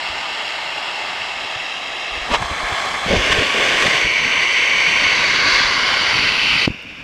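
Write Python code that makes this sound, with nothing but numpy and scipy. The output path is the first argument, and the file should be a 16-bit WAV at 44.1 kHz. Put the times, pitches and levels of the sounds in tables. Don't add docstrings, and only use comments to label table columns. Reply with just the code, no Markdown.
import sys
import numpy as np
from scipy import signal
from scipy.fft import rfft, irfft
from scipy.io import wavfile
from scipy.ndimage import uniform_filter1d

SR = 44100
rng = np.random.default_rng(int(sys.argv[2]) if len(sys.argv) > 2 else 0)


def how_loud(loudness_db):
    steps = np.asarray(loudness_db, float) / 20
    return 10 ** steps


def unload_audio(sound):
    columns = np.transpose(np.atleast_2d(sound))
    steps = np.round(np.clip(columns, -1, 1) * 32767)
    wavfile.write(sys.argv[1], SR, steps.astype(np.int16))


N = 310023


def jet(flutter_db=0.67, swell_db=0.35, crackle_per_s=350, crackle_db=2.5, spread_db=3.0, patchy_db=0.77):
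    # move_centre_s, move_time_s, tilt_db_per_octave (as the nozzle turns),
    # casing_share, nozzle_share (how much of each ring is heard)
    places = [(0, .1, -1.85, .3, 0.078), (1.35, 0.78, -1.1, 0, 0.31), (2.3, 0.22, -0.03, 0.32, 0),
              (3.07, 0.049, 0.54, 0.54, 0.21), (3.98, 0.21, -0.86, 0.43, 0.79), (5.2, 0.48, -2, 0, 0.63),
              (5.73, 0.32, -1, 0.32, 1), (6.17, 0.56, -0.55, 0.97, 0.56), (6.69, 0.053, 0.2, 0, 0.2)]
    # delay_ms, signed_strength, top_hz
    reflections = [
        [(0.233, 0.3, 9400), (0.37, 0.64, 1210), (0.473, -0.22, 19000), (0.767, 0.062, 19000),
         (0.803, -0.15, 6900), (0.966, 0.097, 6800), (1.474, 0.18, 8600), (1.571, -0.2, 2040),
         (1.929, -0.29, 1210), (3.207, 0.33, 1200)],
        [(0.243, 0.31, 1200), (0.477, -0.28, 19000), (0.515, 0.26, 4800), (0.681, -0.17, 19000),
         (0.744, 0.17, 19000), (0.977, 0.76, 1200), (1.249, 0.19, 5000), (1.47, 0.68, 1800),
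         (1.801, 0.67, 1200), (1.903, -0.53, 1300)],
        [(0.086, 0.48, 3460), (0.223, 0.13, 6800), (0.398, -0.071, 19000), (0.698, -0.2, 5000),
         (0.813, -0.23, 1700), (0.9, 0.29, 4000), (1.167, 0.3, 1400), (1.47, 0.18, 4600), (1.714, 0.28, 1800),
         (2.043, -0.42, 1200)],
        [(0.068, 0.032, 4800), (0.162, -0.34, 1600), (0.351, 0.12, 19000), (0.696, -0.57, 1200),
         (0.994, -0.08, 4700), (1.673, 0.38, 1200), (1.962, 0.072, 1400), (2.136, -0.084, 1200),
         (3.182, 0.22, 1200), (3.593, 0.11, 1600)],
        [(0.078, 0.18, 2500), (0.313, 0.52, 1530), (0.493, 0.3, 12500), (0.653, 0.089, 19000),
         (0.854, 0.33, 1200), (1.169, -0.059, 19000), (1.945, 0.37, 1700), (2.478, 0.32, 1300),
         (2.758, -0.12, 7700), (2.968, 0.17, 1400)],
        [(0.083, -0.3, 6100), (0.186, 0.36, 19000), (0.299, -0.34, 2900), (0.404, 0.54, 1610),
         (0.66, 0.14, 7000), (1.272, -0.29, 1200), (1.554, -0.13, 3800), (1.913, 0.082, 2400),
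         (2.125, -0.39, 1300), (2.544, 0.1, 2900)],
        [(0.123, -0.09, 19000), (0.183, 0.47, 8000), (0.317, -0.2, 14200), (0.565, 0.22, 19000),
         (0.698, 0.12, 7100), (1.173, 0.086, 2000), (1.904, 0.13, 3000), (2.023, 0.15, 4300),
         (2.333, -0.19, 1200), (2.496, 0.12, 2400)],
        [(0.109, -0.66, 5800), (0.216, 0.25, 19000), (0.426, 0.3, 16400), (0.443, -0.21, 1300),
         (0.697, 0.14, 19000), (1.651, -0.57, 1200), (1.931, 0.13, 3000), (2.149, -0.32, 5000),
         (2.368, -0.2, 3500), (2.699, -0.32, 2400)],
        [(0.056, 0.5, 19000), (0.131, 0.11, 5200), (0.32, 1, 1400), (0.402, 0.28, 10000), (0.7, 0.43, 2400),
         (0.77, 0.44, 2000), (0.956, -0.33, 2300), (1.088, 0.64, 1200), (1.263, -0.2, 1500),
         (1.917, 0.18, 1200)],
    ]
    gas = rng.standard_normal(N) * how_loud(flutter_db * wander(0.001) + swell_db * wander(0.012))
    crack_db = crackle_db + spread_db * np.minimum(rng.exponential(1, N), 5)
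    cracks = (rng.random(N) < crackle_per_s / SR) * how_loud(crack_db)
    hz, frame_s, spectrum = signal.stft(gas + cracks, SR, nperseg=1024, noverlap=768)

    gain = 0
    for index, (place, echoes) in enumerate(zip(places, reflections)):
        centre_s, move_s, tilt_db, casing, nozzle = place
        share = np.clip((frame_s - centre_s) / move_s + .5, 0, 1) if index else np.ones(len(frame_s))
        here = echo_path(hz, echoes, tilt_db, casing, nozzle)[:, None]
        gain = (1 - share) * gain + share * here

    smoke = rng.standard_normal(spectrum.T.shape).T
    smoke = uniform_filter1d(smoke, size=10, axis=0)
    smoke = evened(uniform_filter1d(smoke, size=14, axis=1))
    heard = spectrum * gain * how_loud(patchy_db * smoke)
    hiss = signal.istft(heard, SR, nperseg=1024, noverlap=768)[1][:N]
    return evened(hiss) * thrust()


def thrust():
    # time_s, level_db
    burn = [(0, -24.5), (1.0, -24.5), (2.05, -26), (2.4, -25), (2.75, -21.5), (3.04, -23), (3.1, -18.5),
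            (3.3, -17), (3.52, -18), (3.62, -16.5), (3.97, -15), (4.06, -16.5), (5.03, -14), (5.45, -15.5),
            (5.55, -12), (5.74, -16.5), (6.2, -16), (6.65, -15)]
    # centre_s, boost_db, fall_s
    spurts = [(2.154, 3, 0.01), (2.322, 4.5, 0.011), (2.346, 10, 0.014), (2.425, 5.5, 0.0062),
              (3.323, 6.5, 0.0094), (3.825, 3.5, 0.0045), (3.866, 3, 0.0057), (6.66, -0.5, .006)]
    burnout_s, collapse_s = 6.6625, .0015
    ember_db, ember_extra_db, ember_sink_s, ember_rise_db_per_s = -37, 9, 0.078, 10
    after = np.arange(N) / SR - burnout_s
    burning = .5 - .5 * np.tanh(after / collapse_s)
    burn_db = curve(burn) + sum(db * swell(s, fall_s) for s, db, fall_s in spurts)
    late = np.maximum(after, 0)
    weak_db = ember_db + ember_extra_db * np.exp(-late / ember_sink_s) + ember_rise_db_per_s * late
    return burning * how_loud(burn_db) + (1 - burning) * how_loud(weak_db)


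def echo_path(hz, echoes, tilt_db, casing, nozzle):
    # freq_hz, relative_density_db
    jet_spectrum = [(30, -45.), (150, -38.5), (350, -21.5), (800, -3.5), (1500, -2), (2700, -1),
                    (4500, -10), (6000, -15.5), (7500, -21), (9500, -30), (12000, -38.5), (14000, -45),
                    (15000, -58.), (15400, -100.)]
    # centre_hz, width_hz, height_db (at full share)
    casing_ring = (1093, 99, 14.7)
    # centre_hz, width_hz, height_db (at full share)
    nozzle_rings = [(2206, 200, 15.5), (2863, 540, 11), (4577, 400, 11), (6140, 700, 8)]
    comb = 1
    for delay_ms, strength, top_hz in echoes:
        comb = comb + strength * np.exp(-2j * np.pi * hz * delay_ms / 1000) / (1 + 1j * hz / top_hz)
    rings = [casing_ring] + list(nozzle_rings)
    casing_db, *nozzle_db = (db / (1 + (2 * (hz - f) / width) ** 2) for f, width, db in rings)
    tube_db = max(casing, 0) * casing_db + max(nozzle, 0) * sum(nozzle_db)
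    slope_db = tilt_db * np.log2(np.maximum(hz, 350) / 2500)
    gain = abs(comb) * how_loud(spectrum_db(jet_spectrum, hz) + tube_db + slope_db)
    return gain / np.linalg.norm(gain[(hz > 900) & (hz < 7000)])


def pops():
    # time_s, pulse_scale, tube_ring_hz
    pop_list = [(6.6784, 1.3, 300), (6.7045, .24, 135)]
    t, out = np.arange(-1300, 1301) / SR, np.zeros(N)
    for s, scale, hz in pop_list:
        u = t * hz
        push = .85 * np.exp(-abs(u / .115))
        suction = .23 * np.exp(-((u + .7) / .36) ** 2)
        ring_window = np.exp(-(u / np.where(u < 0, .25, 1.9)) ** 6)
        ring = (.13 * np.cos(2 * np.pi * u) - .05) * ring_window
        add(out, s + t[0], scale * (push - suction + ring))
    return out


def crack_and_spits():
    # start_s, level_db (before decay and band filter)
    burst_list = [(6.678, -26), (6.778, -52), (6.8248, -38), (6.8318, -44), (6.8888, -50), (6.948, -44),
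                  (6.9945, -50), (7.017, -48)]
    t, out = np.arange(200) / SR, np.zeros(N)
    bursts = rng.standard_normal((len(burst_list), len(t)))
    for (s, db), burst in zip(burst_list, bursts):
        add(out, s, how_loud(db) * burst * np.exp(-t / .0006))
    band = signal.butter(2, [2500, 10500], "band", fs=SR, output="sos")
    return signal.sosfilt(band, out)


def knocks(deck_hz=240, deck_db=-9, deck_s=0.0019):
    # start_s, swing_peak_db, pitch_hz
    bumps = [(0.098, -34.5, 70.4), (1.559, -32.5, 109), (2.117, -34, 40.4), (2.17, -30, 67.3),
             (2.212, -32, 41), (2.312, -24, 48), (2.372, -30, 45), (2.411, -24, 94.2), (2.444, -27, 59.2),
             (2.509, -23, 70.0), (2.632, -27, 40.4), (2.72, -25.5, 88.8), (3.062, -20, 167),
             (3.1, -19, 69.4), (3.164, -13, 80.4), (3.184, -18, 45), (3.3, -20, 61.9), (3.384, -16.5, 87),
             (3.581, -35, 66.7), (3.859, -19, 201), (3.879, -21, 170), (4.045, -26, 44),
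             (4.047, -25.5, 110), (5.526, -28, 40.4), (5.645, -29.5, 39), (6.745, -34, 200)]
    cycles = 1.43
    out = np.zeros(N)
    spots = rng.uniform(0.69, 1.4, len(bumps))
    for (s, db, hz), spot in zip(bumps, spots):
        t = np.arange(0, 4 * cycles / hz, 1 / SR)
        swing = np.sin(2 * np.pi * hz * t) * hz * t * np.exp(-3.5 * hz * t / cycles)
        deck_envelope = np.e * t / deck_s * np.exp(-t / deck_s)
        deck = np.sin(2 * np.pi * deck_hz * spot * t) * deck_envelope
        add(out, s, how_loud(db) * (swing / abs(swing).max() + how_loud(deck_db) * deck))
    return out


def rolling(lumpy_db=3.5, gritty_db=-0.86):
    # time_s, rumble_db
    roll = [(0, -50), (2.07, -54.5), (2.12, -49), (3.0, -46), (3.1, -33.5), (3.4, -34), (3.5, -43),
            (4.5, -43.5), (4.85, -39.5), (5.5, -39.5), (6.2, -36.5), (6.62, -37), (6.72, -51), (7.03, -46)]
    # time_s, grinding_db
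    grinding = [(0, -55.5), (2.07, -41.5), (3.0, -39.5), (3.2, -29), (3.42, -24.5), (3.52, -36.5),
                (3.6, -25), (4.0, -32.5), (4.1, -37.5), (5.5, -35.5), (6.2, -34), (6.6, -42), (6.7, -47),
                (7.03, -55)]
    # centre_s, added_rumble_db, added_grinding_db, fall_s
    lurches = [(2.165, -63, -41, 0.023), (2.324, -35.5, -31, 0.037), (2.413, -35, -52, 0.023),
               (2.52, -35, -42, 0.018), (2.636, -42, -48, 0.029), (2.72, -53, -40, 0.016),
               (2.883, -47.5, -50, 0.042), (3.128, -29, -16.5, 0.039), (3.22, -46, -56, 0.027),
               (3.38, -40, -32, 0.023), (3.573, -52, -38, 0.05), (3.85, -44, -31, 0.022),
               (4.066, -42, -63, 0.028), (6.637, -41, -34, .02), (6.709, -34, -57, 0.017)]
    # centre_s, level_db, fall_s
    scrapes = [(2.318, -14.5, 0.0062), (2.347, -12, 0.015), (2.427, -23, 0.0036), (3.14, -26, 0.038)]
    # freq_hz, relative_density_db
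    rumble_spectrum = [(12, -21), (20, -2.5), (70, 0), (211, 0), (300, 0), (390, -28), (660, -120)]
    grind_spectrum = [(100, -10.5), (200, -6.5), (300, -2.5), (430, 2.5), (600, 0.5), (900, -13),
                      (1500, -55), (3000, -81)]
    scrape_spectrum = [(150, -26), (450, -7), (950, 3), (1400, -10), (3000, -10), (6000, -26.5),
                       (10000, -63), (15000, -90)]
    shake = how_loud(curve(roll)) + sum(how_loud(db) * swell(s, fall_s) for s, db, _, fall_s in lurches)
    drag = how_loud(curve(grinding)) + sum(how_loud(db) * swell(s, fall_s) for s, _, db, fall_s in lurches)
    strokes = sum(how_loud(db) * swell(s, fall_s) for s, db, fall_s in scrapes)
    rumble = coloured(rumble_spectrum) * shake * how_loud(lumpy_db * wander(0.014))
    grind = coloured(grind_spectrum) * drag * how_loud(gritty_db * wander(0.0024))
    scrape = coloured(scrape_spectrum) * strokes * how_loud(1.4 * wander(0.0017))
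    return rumble + grind + scrape


def evened(x):
    return x / np.sqrt(np.mean(x ** 2) + 1e-20)


def spectrum_db(points, hz):
    f, value = np.transpose(points)
    return np.interp(np.log(hz + 1), np.log(f + 1), value)


def curve(rows):
    rows = np.asarray(rows)
    return np.interp(np.arange(N) / SR, rows[:, 0], rows[:, 1])


def wander(seconds):
    r = np.exp(-1 / (seconds * SR))
    return evened(signal.lfilter([1], np.convolve([1, -r], [1, -r]), rng.standard_normal(N)))


def coloured(points):
    gain = how_loud(spectrum_db(points, np.fft.rfftfreq(N, 1 / SR)))
    return evened(irfft(rfft(rng.standard_normal(N)) * gain, N))


def swell(s, fall_s):
    t = np.arange(N) / SR - s
    return np.exp(-(t / np.where(t < 0, 0.86 * fall_s, fall_s)) ** 2)


def add(mix, s, sound):
    part = mix[max(round(s * SR), 0):][:len(sound)]
    part += sound[:len(part)]


def scene():
    mono = jet() + pops() + crack_and_spits() + knocks() + rolling()
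    return np.array([mono, mono])


def low_pass(x):
    return signal.sosfilt(signal.butter(12, 15330, fs=SR, output="sos"), x)


def record(dry):
    mix = np.clip(dry, -.99, .99)
    return low_pass(mix)


dry = scene()
out = record(dry)
unload_audio(out)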